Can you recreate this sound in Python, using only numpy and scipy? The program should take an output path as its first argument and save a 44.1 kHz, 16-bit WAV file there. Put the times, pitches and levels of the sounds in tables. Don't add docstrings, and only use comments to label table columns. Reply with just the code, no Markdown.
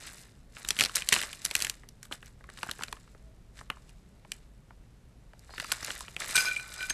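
import sys
import numpy as np
from scipy import signal
from scipy.fft import rfft, irfft, next_fast_len
from scipy.io import wavfile
from scipy.ndimage import uniform_filter1d

SR = 44100
rng = np.random.default_rng(int(sys.argv[2]) if len(sys.argv) > 2 else 0)


def int16_out(signal):
    q = np.round(np.clip(np.atleast_2d(signal).T, -1, 1) * 32767)
    wavfile.write(sys.argv[1], SR, q.astype(np.int16))


N = 305613

# t/s, level/dB, panel ring f/Hz, treble over the level/dB
SNAP_EVENTS = [(0.072, -41.5, 1990, -11), (0.567, -39.5, 2060, -23), (0.6474, -32.5, 3270, -14),
               (0.6871, -29, 4500, 3), (0.7054, -20, 4150, -5.5), (0.766, -35, 3520, -12),
               (0.7887, -22.5, 2150, -9), (0.796, -21.5, 2770, -7), (0.808, -16.5, 2800, -7.5),
               (0.8163, -23, 4200, -19), (0.824, -28.5, 4500, -3.5), (0.8371, -20.5, 4230, -9),
               (0.8493, -25.5, 4460, -8), (0.8585, -26.5, 4700, -11), (0.8946, -36.5, 1100, -16),
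               (0.952, -33, 4360, -4), (0.956, -27.5, 5600, 7), (0.9622, -30, 4500, -5),
               (0.9669, -25, 2200, -3.5), (0.9855, -35, 2280, -13), (1.0208, -31.5, 2380, -11.5),
               (1.073, -39, 3660, -9), (1.088, -22.5, 3800, 0), (1.1236, -14.5, 1990, -13.5),
               (1.127, -17, 2450, -3.5), (1.1337, -20.5, 3000, -8), (1.1393, -19.5, 3620, -7),
               (1.1625, -20, 2680, -21), (1.191, -32.5, 2900, -12), (1.2146, -29, 2030, -7),
               (1.2264, -33.5, 2500, -3.5), (1.233, -31, 2120, -15.5), (1.3289, -34, 2780, -8.5),
               (1.418, -46, 4420, -4), (1.447, -37, 2950, -1), (1.4503, -25.5, 4660, 1.5),
               (1.4597, -30.5, 4500, -5), (1.511, -26.5, 2590, -10), (1.552, -18.5, 2050, -4),
               (1.5639, -30, 5340, -4), (1.6026, -34, 3120, -3), (1.6122, -33.5, 2900, -5),
               (1.6216, -24.5, 5160, -2.5), (1.647, -26.5, 2280, -3.5), (1.6679, -30.5, 2170, -8),
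               (1.697, -29, 3240, 0), (1.8342, -47.5, 1870, -31), (1.888, -50.5, 4930, 1),
               (2.029, -46.5, 1800, 2.5), (2.053, -50, 1300, -3), (2.112, -38.5, 1130, -36),
               (2.124, -31.5, 3680, -15), (2.227, -43, 1500, -17.5), (2.259, -55, 1750, 2.5),
               (2.408, -53.5, 1890, -36), (2.4404, -48, 1230, -18), (2.4895, -42, 1760, -31),
               (2.4997, -46.5, 1210, -8.5), (2.573, -46, 3500, -12), (2.581, -48.5, 1100, -27),
               (2.587, -42.5, 4200, -22), (2.6304, -27, 1120, -14), (2.665, -43, 800, -32),
               (2.688, -33.5, 1900, -32), (2.694, -35, 1300, -15), (2.712, -30, 3750, -6.5),
               (2.791, -40.5, 1690, -32), (2.809, -37.5, 870, -24), (2.8222, -35, 1310, -13),
               (2.8347, -29.5, 1920, -5.5), (2.882, -39.5, 4020, -21), (2.9262, -31, 1000, -10.5),
               (2.967, -49, 1010, -22), (3.076, -55.5, 1300, -30), (3.148, -51, 500, -30),
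               (3.5897, -44, 1680, -14), (3.6105, -42.5, 1610, -37), (3.7006, -25, 2700, -19),
               (3.769, -49.5, 790, -33), (3.893, -54.5, 2900, -5), (4.2484, -49.5, 720, -25.5),
               (4.318, -31, 2600, -3), (4.7066, -48.5, 838, -31), (5.3334, -48.5, 714, -21.5),
               (5.393, -62, 5300, 6), (5.493, -48.5, 650, -33), (5.5058, -48, 4330, -34),
               (5.537, -43.5, 890, -30), (5.58, -32.5, 1660, -18), (5.599, -27.5, 1720, -13),
               (5.6068, -41, 4310, -12), (5.624, -40, 660, -19), (5.644, -34.5, 1270, -12),
               (5.7176, -23.5, 4400, -9.5), (5.721, -24.5, 1390, -1), (5.8282, -34, 5130, -28),
               (5.846, -32.5, 4950, -2.5), (5.881, -33.5, 1830, -30), (5.9043, -29.5, 3460, -22),
               (6.0066, -37, 1040, -4), (6.081, -38, 2480, -22.5), (6.1643, -30, 2170, -16.5),
               (6.205, -39.5, 1310, -9), (6.217, -43, 1930, -17), (6.292, -36.5, 2000, -12),
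               (6.3566, -25, 4370, 0.5), (6.3655, -21, 3760, -3.5), (6.377, -23, 2550, -11),
               (6.447, -34, 1010, -9), (6.484, -34, 3640, -13), (6.511, -36, 2030, -11),
               (6.562, -39, 2580, -8), (6.597, -41.5, 3000, -8), (6.7396, -41, 4480, -2),
               (6.807, -35, 1910, -15), (6.828, -38, 2540, -8), (6.8985, -31.5, 3600, -2),
               (6.9038, -26.5, 1740, -11.5)]


def snaps():
    out = np.zeros(N)
    noise = rng.standard_normal((len(SNAP_EVENTS), 4, 1600))
    durations = amp(0.7 * rng.standard_normal(len(SNAP_EVENTS)))
    for (s, db, hz, treble_db), (a, b, c, d), long in zip(SNAP_EVENTS, noise, durations):
        ring = amp(-5.5) * struck(a, 0.8 * hz, 1.215 * hz, 0.037 * long)
        top_hz = 5500 * amp(0.28 * min(treble_db, 0))
        body = amp(-5.5) * struck(b, min(1600, top_hz / 2.6), top_hz, 0.027 * long)
        spit = amp(treble_db) * struck(c, 4800, 11500, 0.029 * long)
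        thump = amp(-24.0 - 0.48 * treble_db) * struck(d, 63, 1100, 0.13)
        add(out, s, amp(db) * (ring + body + spit + thump))
    return out


def struck(noise, lo_hz, hi_hz, t60):
    crack = 1.6 * np.roll(dying(noise, 0.07 * t60, .00005), 30)
    shiver = dying(noise, 0.36 * t60, .0007)
    tail = 0.15 * dying(noise, t60)
    x = band(crack + shiver + tail, lo_hz, hi_hz)
    x = band(x, 0.44 * lo_hz, 1.7 * hi_hz)
    return x / np.std(x[:220])


# f/Hz, gain/dB (relative)
RUSTLE_SPECTRUM = [(88, -35.5), (150, -6.5), (310, -2), (500, -10), (1300, -8), (1800, -6), (11700, -9),
                   (14200, -29.5)]


def rustle():
    creases_per_s = 2600
    size = amp(4.1 * np.minimum(rng.exponential(1, N), 4))
    size = size * (rng.random(N) < creases_per_s / SR)
    kind = rng.integers(0, 12, N)
    shapes = rng.standard_normal((12, 700))
    crackle = np.zeros(N)
    for k, hz in enumerate(np.geomspace(600, 9000, len(shapes))):
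        grain = band(dying(shapes[k], .009), hz / 1.6, hz * 1.6)
        grain = evened(grain) * np.sqrt(hz)
        crackle += signal.oaconvolve(size * (kind == k), grain)[:N]
    hiss = .22 * rng.standard_normal(N)
    foil = colour(evened(crackle) + hiss, RUSTLE_SPECTRUM)
    return handling() * evened(foil)


RESTING_DB = -79
# peak t/s, level/dB, time to swell 20 dB t/ms, time to settle 20 dB t/ms
PULL_STROKES = [(0.071, -47, 600, 259), (0.21, -56, 200, 105), (0.581, -49, 66, 400),
                (0.701, -47, 104, 200), (0.811, -34, 52, 118), (0.97, -35, 36, 91), (1.142, -30.5, 63, 185),
                (1.461, -52, 45, 400), (1.64, -39, 302.5, 114), (2.041, -55, 22, 43.5),
                (2.127, -39, 14, 41), (2.27, -56.5, 100, 62.5), (2.631, -51, 187, 498.5),
                (2.831, -52, 149, 148.5), (3.579, -52.5, 36.5, 86.5), (3.721, -65, 52.5, 600),
                (3.901, -62.5, 101, 43), (4.341, -59.5, 97, 140), (5.601, -47.5, 159.5, 190.5),
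                (5.716, -39, 68, 97), (5.901, -40.5, 300, 280), (6.204, -36.5, 17, 250),
                (6.294, -39, 10, 300), (6.38, -35.5, 122, 297), (6.801, -46.5, 450, 900)]


def handling():
    t = np.arange(0, N, 64) / SR
    s, db, swell_ms, settle_ms = np.transpose(PULL_STROKES)[:, :, None]
    late_ms = 1000 * (t - s)
    before = -late_ms / np.maximum(swell_ms, 5)
    after = late_ms / np.maximum(settle_ms, 5)
    level_db = db - 20 * np.maximum(before, after)
    power = (amp(level_db) ** 2).sum(0) + amp(RESTING_DB) ** 2
    return np.interp(np.arange(N) / SR, t, np.sqrt(power))


POUR_S, POUR_DB = 6.356, -30
POUR_HOLD_S, POUR_FADE_DB_PER_S = 0.13, 84


def pour():
    t = np.arange(SR // 3) / SR
    ticks = amp(3.5 * rng.exponential(1, len(t))) * rng.standard_normal(len(t))
    ticks = ticks * (rng.random(len(t)) < 3000 / SR)
    past_hold = np.maximum(t - POUR_HOLD_S, 0)
    level_db = POUR_DB - POUR_FADE_DB_PER_S * (t + 4 * past_hold)
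    patter = signal.oaconvolve(ticks, dying(rng.standard_normal(300), .008))[:len(t)]
    out = np.zeros(N)
    add(out, POUR_S, amp(level_db) * evened(band(patter, 1100, 8500)))
    return out


AWAY_DB_PER_OCTAVE = 26
# t/s, blow level/dB, second mode over the first/dB,
# upper modes over the first/dB, upper mode nearest to the spot f/Hz
GLASS_LANDINGS = [(6.347, -37, 7, 2, 8200), (6.354, -23.5, -1, 1.5, 8200), (6.379, -26.5, 4.5, -1, 4970),
                  (6.401, -27.5, 1.5, -0.5, 4900), (6.455, -29.5, 2, -1, 4930), (6.471, -28, 3, -7, 4860),
                  (6.512, -32.5, 6.5, -9, 3970), (6.565, -45, 15.5, 1, 8100), (6.597, -39, 2.5, -9, 3950),
                  (6.779, -50, -1, 4, 4900), (6.791, -40, -5, -4, 4400), (6.805, -35.5, 0, -6, 4000),
                  (6.828, -32, -4.5, -7.5, 5530), (6.897, -44.5, 7, 17.5, 6600)]
# f/Hz, decay time t60/s
BOWL_MODES = [(1480, 0.16), (1512, 0.18), (2382, 0.13), (2425, 0.17), (4045, 0.13), (4945, 0.072),
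              (6370, 0.076), (8195, 0.088)]


def bowl(foil):
    out, t = np.zeros(N), np.arange(SR // 3) / SR
    hz, t60 = np.transpose(BOWL_MODES)[:, :, None]
    decay_db = -60 * t / t60
    phases = 2 * np.pi * rng.random((len(GLASS_LANDINGS), len(BOWL_MODES), 1))
    detune = 1 + .006 * rng.standard_normal(phases.shape) * hz[0] / hz
    rattle = uniform_filter1d(rng.standard_normal((len(BOWL_MODES), N)), 180)
    for (s, db, second_db, upper_db, spot_hz), phase, tune in zip(GLASS_LANDINGS, phases, detune):
        share_db = upper_db - AWAY_DB_PER_OCTAVE * abs(np.log2(hz / spot_hz))
        share_db[:4, 0] = -4.5, -2, second_db, second_db - 7.0
        passage = evened(rattle[:, (round(s * SR) + np.arange(len(t))) % N])
        broken_db = 1.1 * np.log2(2 * hz / hz[0]) * passage
        level = amp(db + share_db + broken_db + decay_db)
        ringing = (level * np.sin(2 * np.pi * hz * tune * t + phase)).sum(0)
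        add(out, s, dying(ringing, SR))
    crumbs = foil * (np.arange(N) / SR > GLASS_LANDINGS[0][0])
    modes = (amp(decay_db) * np.sin(2 * np.pi * hz * t) * np.sqrt(hz[0] / hz)).sum(0)
    return out + amp(-40) * signal.oaconvolve(crumbs, modes)[:N]


def walls(x):
    taps = rng.standard_normal(SR // 3) * (np.arange(SR // 3) / SR > .012)
    middle = dying(band(taps, 700, 3800), 0.16)
    treble = dying(band(taps, 3500, 17000), 0.12)
    tail = middle + treble
    return signal.oaconvolve(x, tail / np.linalg.norm(tail))[:N]


ROOM_DB = -54.5
# f/Hz, level per Hz/dB (relative)
ROOM_SPECTRUM = [(12, -29), (20, -5.5), (57, 0), (81, -17.5), (107, -7.5), (237, -17), (310, -23.5),
                 (400, -23.5), (989, -33), (8910, -47), (14200, -49.5)]
# start t/s, end t/s, start f/Hz, end f/Hz, level/dB
FAINT_TONES = [(3.2, 3.37, 630, 660, -66), (5.5, 5.535, 4130, 4200, -59), (5.525, 5.58, 4400, 4520, -54),
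               (5.51, 5.575, 4900, 4980, -60), (5.595, 5.69, 4900, 4600, -53)]


def room_noise():
    out = amp(ROOM_DB) * evened(colour(rng.standard_normal(N), ROOM_SPECTRUM))
    for start, end, from_hz, to_hz, db in FAINT_TONES:
        hz = np.linspace(from_hz, to_hz, round((end - start) * SR))
        wobble, flutter = uniform_filter1d(rng.standard_normal((2, len(hz))), 250)
        hz = hz + 16 * np.sqrt(hz) * wobble
        level = amp(db + 3.0 * evened(flutter))
        tone = np.sin(2 * np.pi * np.cumsum(hz) / SR)
        add(out, start, level * tone * signal.windows.tukey(len(hz), .5))
    return out


def amp(db):
    return 10 ** (np.asarray(db) / 20)


def evened(x):
    return x / np.sqrt(np.mean(x ** 2) + 1e-20)


def colour(x, points):
    f, db = np.transpose(points)
    size = next_fast_len(len(x), True)
    hz = np.fft.rfftfreq(size, 1 / SR)
    gain = amp(np.interp(np.log(hz + 1), np.log(f + 1), db))
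    return irfft(rfft(x, size) * gain, size)[:len(x)]


def band(x, lo_hz, hi_hz):
    sos = signal.butter(2, [lo_hz, min(hi_hz, .45 * SR)], "band", fs=SR, output="sos")
    return signal.sosfilt(sos, x)


def add(mix, s, sound):
    part = mix[round(s * SR):][:len(sound)]
    part += sound[:len(part)]


def dying(noise, t60, rise=0.00024):
    t = np.arange(noise.shape[-1]) / SR
    return noise * (1 - np.exp(-t / rise)) * amp(-60 * t / t60)


def scene():
    foil = rustle()
    near = snaps() + foil + pour() + bowl(foil)
    return (near + amp(-21.5) * walls(near) + room_noise())[None]


def record(dry):
    dry = signal.sosfilt(signal.butter(4, 13000, fs=SR, output="sos"), dry)
    edge = signal.firwin(151, 14000, window=("kaiser", 7), fs=SR)
    return signal.oaconvolve(dry, edge[None], "same")


dry = scene()
out = record(dry)
int16_out(out)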